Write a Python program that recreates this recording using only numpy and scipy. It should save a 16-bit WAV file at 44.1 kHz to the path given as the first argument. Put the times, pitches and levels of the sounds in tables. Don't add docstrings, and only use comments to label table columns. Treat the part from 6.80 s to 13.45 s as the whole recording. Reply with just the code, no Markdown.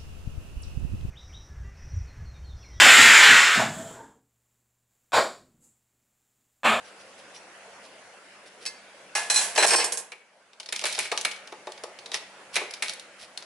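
import sys
import numpy as np
from scipy import signal
from scipy.fft import rfft, irfft
from scipy.io import wavfile
from scipy.ndimage import uniform_filter1d

SR = 44100
rng = np.random.default_rng(int(sys.argv[2]) if len(sys.argv) > 2 else 0)


def digitize_waveform(pressure):
    field = np.atleast_2d(pressure).T
    bounded = np.clip(field, -1, 1)
    quanta = np.round(bounded * 32767).astype(np.int16)
    wavfile.write(sys.argv[1], SR, quanta)


N = 293265


def amp(db):
    return 10 ** (np.asarray(db) / 20)


def unit(x):
    return x / np.sqrt(np.mean(x ** 2) + 1e-20)


def fade(t, t60):
    return 1e-3 ** (t / t60)


def read(points, hz):
    f, value = np.transpose(points)
    return np.interp(np.log(hz + 1), np.log(f + 1), value)


def add(mix, start, sound):
    part = mix[:, round(start * SR):][:, :sound.shape[1]]
    part += sound[:, :part.shape[1]]


def colour(x, points):
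    return unit(irfft(rfft(x) * amp(read(points, np.fft.rfftfreq(N, 1 / SR))), N))


def resonate(x, hz, width_hz):
    return signal.lfilter(*signal.iirpeak(hz, hz / width_hz, SR), x)


def spread(pair, width, balance_db):
    middle, side = pair[0], width * pair[1]
    return np.array([(middle + side) * amp(balance_db / 2), (middle - side) * amp(-balance_db / 2)])


# frequency in Hz, relative level in dB.
AIR_TONE = [(18, -78.5), (30, -36.5), (98, -25.5), (146, -14), (182, -13), (422, -5.5), (540, 0.5),
            (907, -5), (1000, -5.5), (1250, -6.5), (1420, -4), (2620, -7.5), (3900, -15), (4630, -14.5),
            (11000, -20), (14300, -61), (22000, -120)]
# frequency in Hz, how alike the air is left and right (1 is the same).
AIR_LIKENESS = [(60, 0.78), (140, 0.96), (350, 0.96), (840, 0.86), (2030, 0.45), (4890, 0.063),
                (11800, 0.13)]
# pitch in Hz, level at the start in dB.
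MOTOR_HUM = [(100, -85), (147, -94.5), (197, -73)]
# time in seconds, level in dB.
BACKGROUND_LEVEL = [(0, -50), (.9, -49), (1.6, -51.5), (2.35, -50.5), (2.8, -43), (3.45, -61.5), (3.8, -59),
                    (4.6, -51), (5, -50.5), (5.6, -49.5), (6.3, -51), (6.65, -52.5)]

def ventilation(patchy_db=2.0):
    frames, hz, t = N // 256 + 5, np.fft.rfftfreq(1024, 1 / SR), np.arange(N) / SR
    noise = rng.standard_normal((5, frames, len(hz))).transpose(0, 2, 1)
    left, separate = noise[0] + 1j * noise[1], noise[2] + 1j * noise[3]
    patches = unit(uniform_filter1d(uniform_filter1d(noise[4], size=8, axis=0), size=12, axis=1))
    alike = read(AIR_LIKENESS, hz)[:, None]
    right = alike * left + np.sqrt(1 - alike ** 2) * separate
    spectrum = np.array([left, right]) * amp(read(AIR_TONE, hz)[:, None] + patchy_db * patches)
    air = unit(signal.istft(spectrum, nperseg=1024, noverlap=768)[1][:, :N])
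    hum = sum(amp(db) * np.sqrt(2) * np.sin(2 * np.pi * f * t) for f, db in MOTOR_HUM)
    level = amp(np.interp(t, *np.transpose(BACKGROUND_LEVEL)))
    return level * (air + hum / level[0])


def pressure(strokes):
    push = np.zeros((1, N))
    for start, length, db in strokes:
        add(push, start, amp(db) * np.hanning(int(length * SR))[None])
    return push


# start in seconds, length in seconds, level in dB.
SCRAPE_STROKES = [(0.027, 0.089, -51.5), (.18, 0.058, -52.5), (0.367, 0.062, -52.5), (0.531, .06, -45.5),
                  (1.015, 0.072, -52), (1.647, 0.053, -50.5), (1.797, 0.066, -47.5), (3.935, 0.16, -45),
                  (4.03, 0.26, -39.5), (4.17, 0.14, -41), (4.35, 0.043, -42.5), (5.315, 0.076, -33.5),
                  (5.723, 0.055, -33.5), (6.052, 0.098, -39), (6.37, 0.11, -44.5)]
# frequency in Hz, relative level in dB.
SCRAPE_TONE = [(800, -11), (2500, 3), (4200, 2), (5200, 2.5), (5750, 1.5), (6500, -7.5), (11000, -3.5)]
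# start in seconds, length in seconds, level in dB.
SQUEAK_STROKES = [(.03, 0.063, -61), (.19, 0.046, -65), (.38, 0.055, -66), (.54, 0.062, -52.5)]

def scrapes(slips_per_s=5000, uneven_db=2.5):
    sizes = amp(uneven_db * np.minimum(rng.exponential(1, N), 4))
    slips = rng.standard_normal((2, N)) * sizes * (rng.random(N) < slips_per_s / SR)
    rasp = pressure(SCRAPE_STROKES) * colour(slips, SCRAPE_TONE)
    squeak = pressure(SQUEAK_STROKES) * unit(resonate(slips, hz=5770, width_hz=70))
    return spread(rasp + squeak, width=0.46, balance_db=-1.5)


# low edge in Hz, high edge in Hz,
# ring time multiplier, stereo width, left over right in dB.
HIT_BANDS = [(358, 722, 2.95, 0.092, 0.2), (610, 1185, 2.37, 0.18, 1.2), (1417, 2980, 1.46, 0.39, 1),
             (2790, 6080, 1.15, 0.52, 0.3), (6040, 12900, 1.36, 0.78, -5)]

def steel_hit(levels, chatter_s, t60, tail_db, tail_t60, rattle_db=3.0):
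    t = np.arange(SR // 2) / SR
    out = np.zeros((2, len(t)))
    bounces = unit(uniform_filter1d(rng.standard_normal(len(t)), size=60))
    rattle = amp(rattle_db * bounces * fade(t, 0.57))
    for db, (low, high, stretch, width, balance_db) in zip(levels, HIT_BANDS):
        ring = fade(np.maximum(t - chatter_s, 0), min(t60 * stretch, max(t60, .4)))
        shape = np.hypot(ring, amp(tail_db) * fade(t, tail_t60)) * (1 - fade(t, 0.003))
        band = signal.butter(3, [low, high], "band", fs=SR, output="sos")
        burst = signal.sosfilt(band, shape * rattle * rng.standard_normal((2, len(t))))
        burst *= np.linalg.norm(shape) / np.linalg.norm(burst, axis=1, keepdims=True)
        out += amp(db) * spread(burst, width, balance_db)
    return out


def chime(tones, phase_gap, balance_db):
    t, sides = np.arange(SR * 2 // 5) / SR, np.array([[.5], [-.5]])
    hz, t60, db = np.transpose(tones)
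    height = hz / 8000
    phase = 2 * np.pi * rng.random(len(hz)) + sides * phase_gap * height
    gains = amp(db + sides * balance_db * height ** 3) * np.exp(1j * phase)
    waves = np.exp(2j * np.pi * hz[:, None] * t) * fade(t, t60[:, None])
    return np.sqrt(2) * (gains @ waves).imag * (1 - fade(t, 0.003)) ** 2


def sheet(hits, tones, flex_db, thump_db):
    rings = sum(amp(db) * resonate(hits, hz, width) for hz, width, db in tones)
    force = np.sqrt(abs(signal.lfilter(*signal.butter(1, 12, fs=SR), hits.mean(0) ** 2)))
    flex_tone = [(60, -36), (130, -16), (200, 1), (280, -3), (400, -25.5), (1500, -85.5)]
    flex = colour(rng.standard_normal(N), flex_tone)
    thump = colour(rng.standard_normal(N), [(8, -21), (25, 0), (100, 1.5), (200, -17.5), (800, -83)])
    return hits + rings + force * (amp(flex_db) * flex + amp(thump_db) * thump)


def struck_at(place, values):
    return np.interp(place, np.arange(len(values)), values)


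def tilted(bands_db, bright_db, pivot_band):
    return np.array(bands_db) + bright_db * (np.arange(len(bands_db)) - pivot_band)


# base ring time in seconds, five band levels in dB.
BLADE_PLACES = [(0.047, -16, -16, -5, 0, -2.5), (0.45, -13.5, -1, 1.5, 0.0056, 2),
                (0.344, -17, -11, -4, -1, 5), (0.098, -10.5, -12.5, -7, -1, 9.5)]
# start in seconds, chatter in seconds, relative level in dB,
# blade ring in dB, place on the blade.
BLADE_HITS = [(1.853, .010, -38, -48, 0), (1.861, .008, -35, -33, 0), (2.351, .0025, -30, -30, 1),
              (2.499, .011, -27.5, -25, 1.7), (2.543, .016, -31, -28.5, 2.2),
              (2.560, .036, -29.5, -22.5, 2), (2.610, .003, -33, -36, 1.3), (2.864, .010, -30, -36, 3),
              (2.958, .009, -33.5, -26.5, 3), (3.000, .004, -39, -26.5, 0), (3.041, .0036, -31.5, -34, 3),
              (3.121, .003, -32, -43, 3), (3.173, .003, -35, -50, 3)]

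def blade_hits():
    hits = np.zeros((2, N))
    for start, chatter_s, db, _, place in BLADE_HITS:
        t60, *bands = [struck_at(place, column) for column in zip(*BLADE_PLACES)]
        add(hits, start, steel_hit(db + np.array(bands), chatter_s, t60, tail_db=-23, tail_t60=.45))
    return hits


# pitch in Hz, ring time in seconds,
# then relative level in dB when struck on the edge, the tip, the flat and the heel.
BLADE_TONES = [(4016, .12, -6, -22, -16, -25), (4075, .24, -22, -6, 3, -13), (4495, .18, -3, -16, -22, -3),
               (5308, .12, 2, -20, -24, 4), (5792, .22, -24, -18, -2, -20), (6000, .15, -12, -15, -25, -11),
               (7770, .13, -3, 0, 4, -13), (8262, .2, -26, -20, -19, 5.5), (2487, .2, -20, -2, -8, -8),
               (4635, .2, -9, -5, -19, -18), (5658, .2, -22, 0, -9, -16), (6372, .16, -11, -16, -14, -20),
               (1700, .45, -20, -2, -14, -22), (2089, .33, -13, -4, -19, -24),
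               (2600, .15, -5, -20, -24, -22), (5030, .15, -22, -9, -20, -22),
               (5475, .2, -18, -24, -22, -9), (6620, .27, -24, -7, -16, -22),
               (7055, .3, -19, -13, -21, -17), (8834, .24, -24, -8, -20, -22),
               (9150, .16, -22, -14, -22, -10), (9750, .15, -16, -20, -22, -22),
               (10136, .25, -21, -12, -14, -20), (10470, .2, -15, -22, -22, -11),
               (10850, .25, -22, -10, -18, -19)]

def blade_ring(hits):
    rings = np.zeros((2, N))
    damping = fade(np.arange(SR // 2) / SR, 0.017)
    for start, *_, ring_db, place in sorted(hits):
        rings[:, round(start * SR):][:, :len(damping)] *= damping
        tones = [(hz, t60, struck_at(place, levels)) for hz, t60, *levels in BLADE_TONES]
        add(rings, start, amp(ring_db) * chime(tones, phase_gap=1.64, balance_db=-3))
    return rings


HANDLE_TONE = [-5, -3, .5, -4, -4]
# start, chatter and base ring time in seconds, relative level in dB,
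# brightness in dB per band, blade ring in dB, place on the blade.
HANDLE_HITS = [(2.751, .004, .03, -39, 4.5, -40, 0.5), (2.759, 0.0081, .05, -30, 2, -34, -3),
               (2.7765, .006, .02, -18.5, -.5, -34, 1), (2.786, .032, .03, -25, 0, -25, 2),
               (2.824, 0.031, .008, -20.5, 0, -21, 2.5), (2.88, 0.026, .04, -28.5, 4.5, -31.5, 3),
               (2.906, 0.035, .03, -25, 1, -27, 3), (2.934, .017, .01, -22.5, -0.5, -28.5, 3),
               (2.980, 0.026, .34, -29.5, 0, -28.5, 3)]

def handle_hits():
    hits = np.zeros((2, N))
    for start, chatter_s, t60, db, bright, _, _ in HANDLE_HITS:
        levels = db + tilted(HANDLE_TONE, bright, 2.3)
        add(hits, start, steel_hit(levels, chatter_s, t60, tail_db=-33, tail_t60=0.48, rattle_db=2.5))
    return hits


# pitch in Hz, width in Hz, relative level in dB.
COUNTER_TONES = [(470.7, 5.4, 5), (698, 9.3, -3.5), (860, 83, -0.5), (1056, 12, 5.5), (1583, 39, 2.5),
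                 (1760, 23, -2.5)]

def knife_clatter():
    counter = sheet(blade_hits() + handle_hits(), COUNTER_TONES, flex_db=-35.5, thump_db=-47.5)
    return amp(-3) * counter + blade_ring(BLADE_HITS + HANDLE_HITS)


# start in seconds, relative level in dB, brightness in dB per band, tail in dB, chime in dB.
CLASP_SNAPS = [(3.318, -38.5, -3.5, -23, -11), (3.924, -28.5, 0.5, -13.5, -12.5),
               (4.054, -27.5, 0.5, -4, -22), (4.189, -28, 2, -7.5, -11), (4.252, -37.5, -0.5, -14, -5),
               (4.315, -27, -3.5, -26, -24), (4.449, -22.5, -0.5, -14.5, -12), (5.341, -31, -3, -21, -30),
               (5.756, -25.5, 1, -26, -32), (5.764, -22.5, -2.5, -11, -8), (6.023, -26, 0, -12.5, -11)]

def snaps(bands_db=(-17, -12, 0.5, -0.5, -0.5), hz=4100, t60=0.04):
    return [(start, db + tilted(bands_db, bright, 2.05), hz, t60, tail_db, chime_db)
            for start, db, bright, tail_db, chime_db in CLASP_SNAPS]


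# start in seconds, relative level in dB, brightness in dB per band, pitch in Hz.
LEVER_TICKS = [(3.731, -52, -4.5, 3730), (3.799, -34.5, -0.5, 2970), (3.829, -45.5, -1, 4140),
               (3.859, -39, -1, 4480), (3.888, -34, -2.5, 5140), (3.96, -27.5, 2, 5500),
               (3.992, -31, 2, 2900), (4.013, -34, .5, 5290), (4.04, -26.5, -4, 3900),
               (4.103, -39, -4.5, 4450), (4.125, -31, 7.5, 4180), (4.149, -30.5, -1, 4500),
               (4.375, -22.5, -0.5, 6100), (4.41, -31, 7, 6040), (4.512, -32.5, 1.5, 2900),
               (4.561, -44.5, 0, 3190), (4.673, -41.5, -2, 3010), (4.919, -40, 3.5, 4270),
               (4.976, -45, -5, 4730), (5.036, -36.5, 3.5, 4700), (5.188, -41.5, -3, 4250),
               (5.259, -37.5, -2.5, 3930), (5.316, -32.5, -3.5, 3800), (5.343, -23.5, -1.5, 3950),
               (5.908, -38, 3, 4870), (5.937, -32.5, 1.5, 4900), (6.082, -33, -1, 4170),
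               (6.094, -28.5, 0, 4490), (6.134, -42, 11.5, 3660), (6.195, -39, 3, 4110),
               (6.574, -31.5, 0.5, 4340), (6.623, -41.5, -3, 4700)]

def ticks(bands_db=(-23, -17.5, -9.5, 0.5, -6), t60=0.028, tail_db=-18.5, chime_db=-20):
    faint = (rng.uniform(3.8, 4.3), -46, 0, 4200 * 2 ** rng.uniform(-.5, .5))
    return [(start, db + tilted(bands_db, bright, 3), hz, t60, tail_db, chime_db)
            for start, db, bright, hz in LEVER_TICKS + [faint]]


# start in seconds, relative level in dB, brightness in dB per band.
PAN_KNOCKS = [(4.02, -38, 2.5), (4.039, -26.5, 3), (4.178, -31, 1.5), (4.32, -26.5, .5), (4.722, -39, -1),
              (4.87, -35.5, -1), (5.036, -41.5, -4.5), (5.814, -35.5, -2.5)]

def knocks(bands_db=(-0.5, -0.5, -5, -5, -10.5), hz=3700, t60=0.027, tail_db=-13, chime_db=-30):
    return [(start, db + tilted(bands_db, bright, 2.1), hz, t60, tail_db, chime_db)
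            for start, db, bright in PAN_KNOCKS]


# pitch in Hz, ring time in seconds when not held, relative dB.
WALL_TONES = [(1835, 0.3, -6), (2065, 0.26, -5.5), (2147, 0.21, -6), (2240, 0.24, -6.5), (2244, 0.26, 1.5),
              (2330, 0.2, -2.5), (2350, 0.19, -2.5), (2440, .28, -1), (2500, 0.17, -5.5), (2540, 0.28, -3),
              (2710, 0.23, -9.5), (2744, 0.21, -5.5)]
# pitch in Hz, width in Hz, relative level in dB.
PAN_TONES = [(371.4, 14, -5.5), (466, 32, -8.5), (612, 18, -8.5), (858, 20, 4.5), (1247, 20, 3.5),
             (1740, 9.1, -44), (3710, 82, -6)]

def pan_clicks(events, hand_damping=0.73):
    clicks, wall = np.zeros((2, 2, N))
    for start, levels, hz, t60, tail_db, chime_db in events:
        burst = steel_hit(levels, chatter_s=0.0024, t60=t60, tail_db=tail_db, tail_t60=0.33)
        add(clicks, start, burst + amp(1) * resonate(burst, hz, width_hz=300))
        bend = rng.uniform(.985, 1.015)
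        tones = [(pitch * bend, ring_s * hand_damping, db) for pitch, ring_s, db in WALL_TONES]
        strength = amp(levels[2] + chime_db)
        add(wall, start, strength * chime(tones, phase_gap=2.5, balance_db=14))
    clank = amp(-2) * resonate(clicks, hz=2276, width_hz=230)
    return amp(-2.5) * (sheet(clicks + clank, PAN_TONES, flex_db=-33, thump_db=-55) + wall)


# frequency in Hz, ring time in seconds.
ECHO_TIMES = [(150, 0.25), (500, 0.69), (2000, 0.63), (5000, 0.35), (10000, 0.3)]
# frequency in Hz, stereo width (0 is dead centre).
ECHO_WIDTHS = [(300, 0.17), (700, .25), (2000, .55), (6000, 0.82)]

def kitchen_echo(x, echoes_per_s=4000):
    echoes = rng.standard_normal((2, SR)) * (rng.random((2, SR)) < echoes_per_s / SR)
    echoes *= np.arange(SR) > .005 * SR
    hz, t, spectrum = signal.stft(echoes, SR, nperseg=256)
    spectrum = spectrum * fade(t, read(ECHO_TIMES, hz)[:, None])
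    spectrum = spread(spectrum, read(ECHO_WIDTHS, hz)[:, None], balance_db=0)
    tail = signal.istft(spectrum, SR, nperseg=256)[1]
    return signal.fftconvolve(x, tail / np.linalg.norm(tail[0]), axes=1)[:, :N]


def scene(knife_echo_db=-12, pan_echo_db=-10):
    knife = knife_clatter()
    pan = pan_clicks(snaps() + knocks() + ticks()) + scrapes()
    echo = kitchen_echo(amp(knife_echo_db) * knife + amp(pan_echo_db) * pan)
    return knife + pan + echo + ventilation()


def record(dry, cutoff_hz=11130):
    lowpass = signal.firwin(301, cutoff_hz, window=("kaiser", 4), fs=SR)
    return signal.oaconvolve(dry, lowpass[None], "same", axes=1)


dry = scene()
out = record(dry)
digitize_waveform(out)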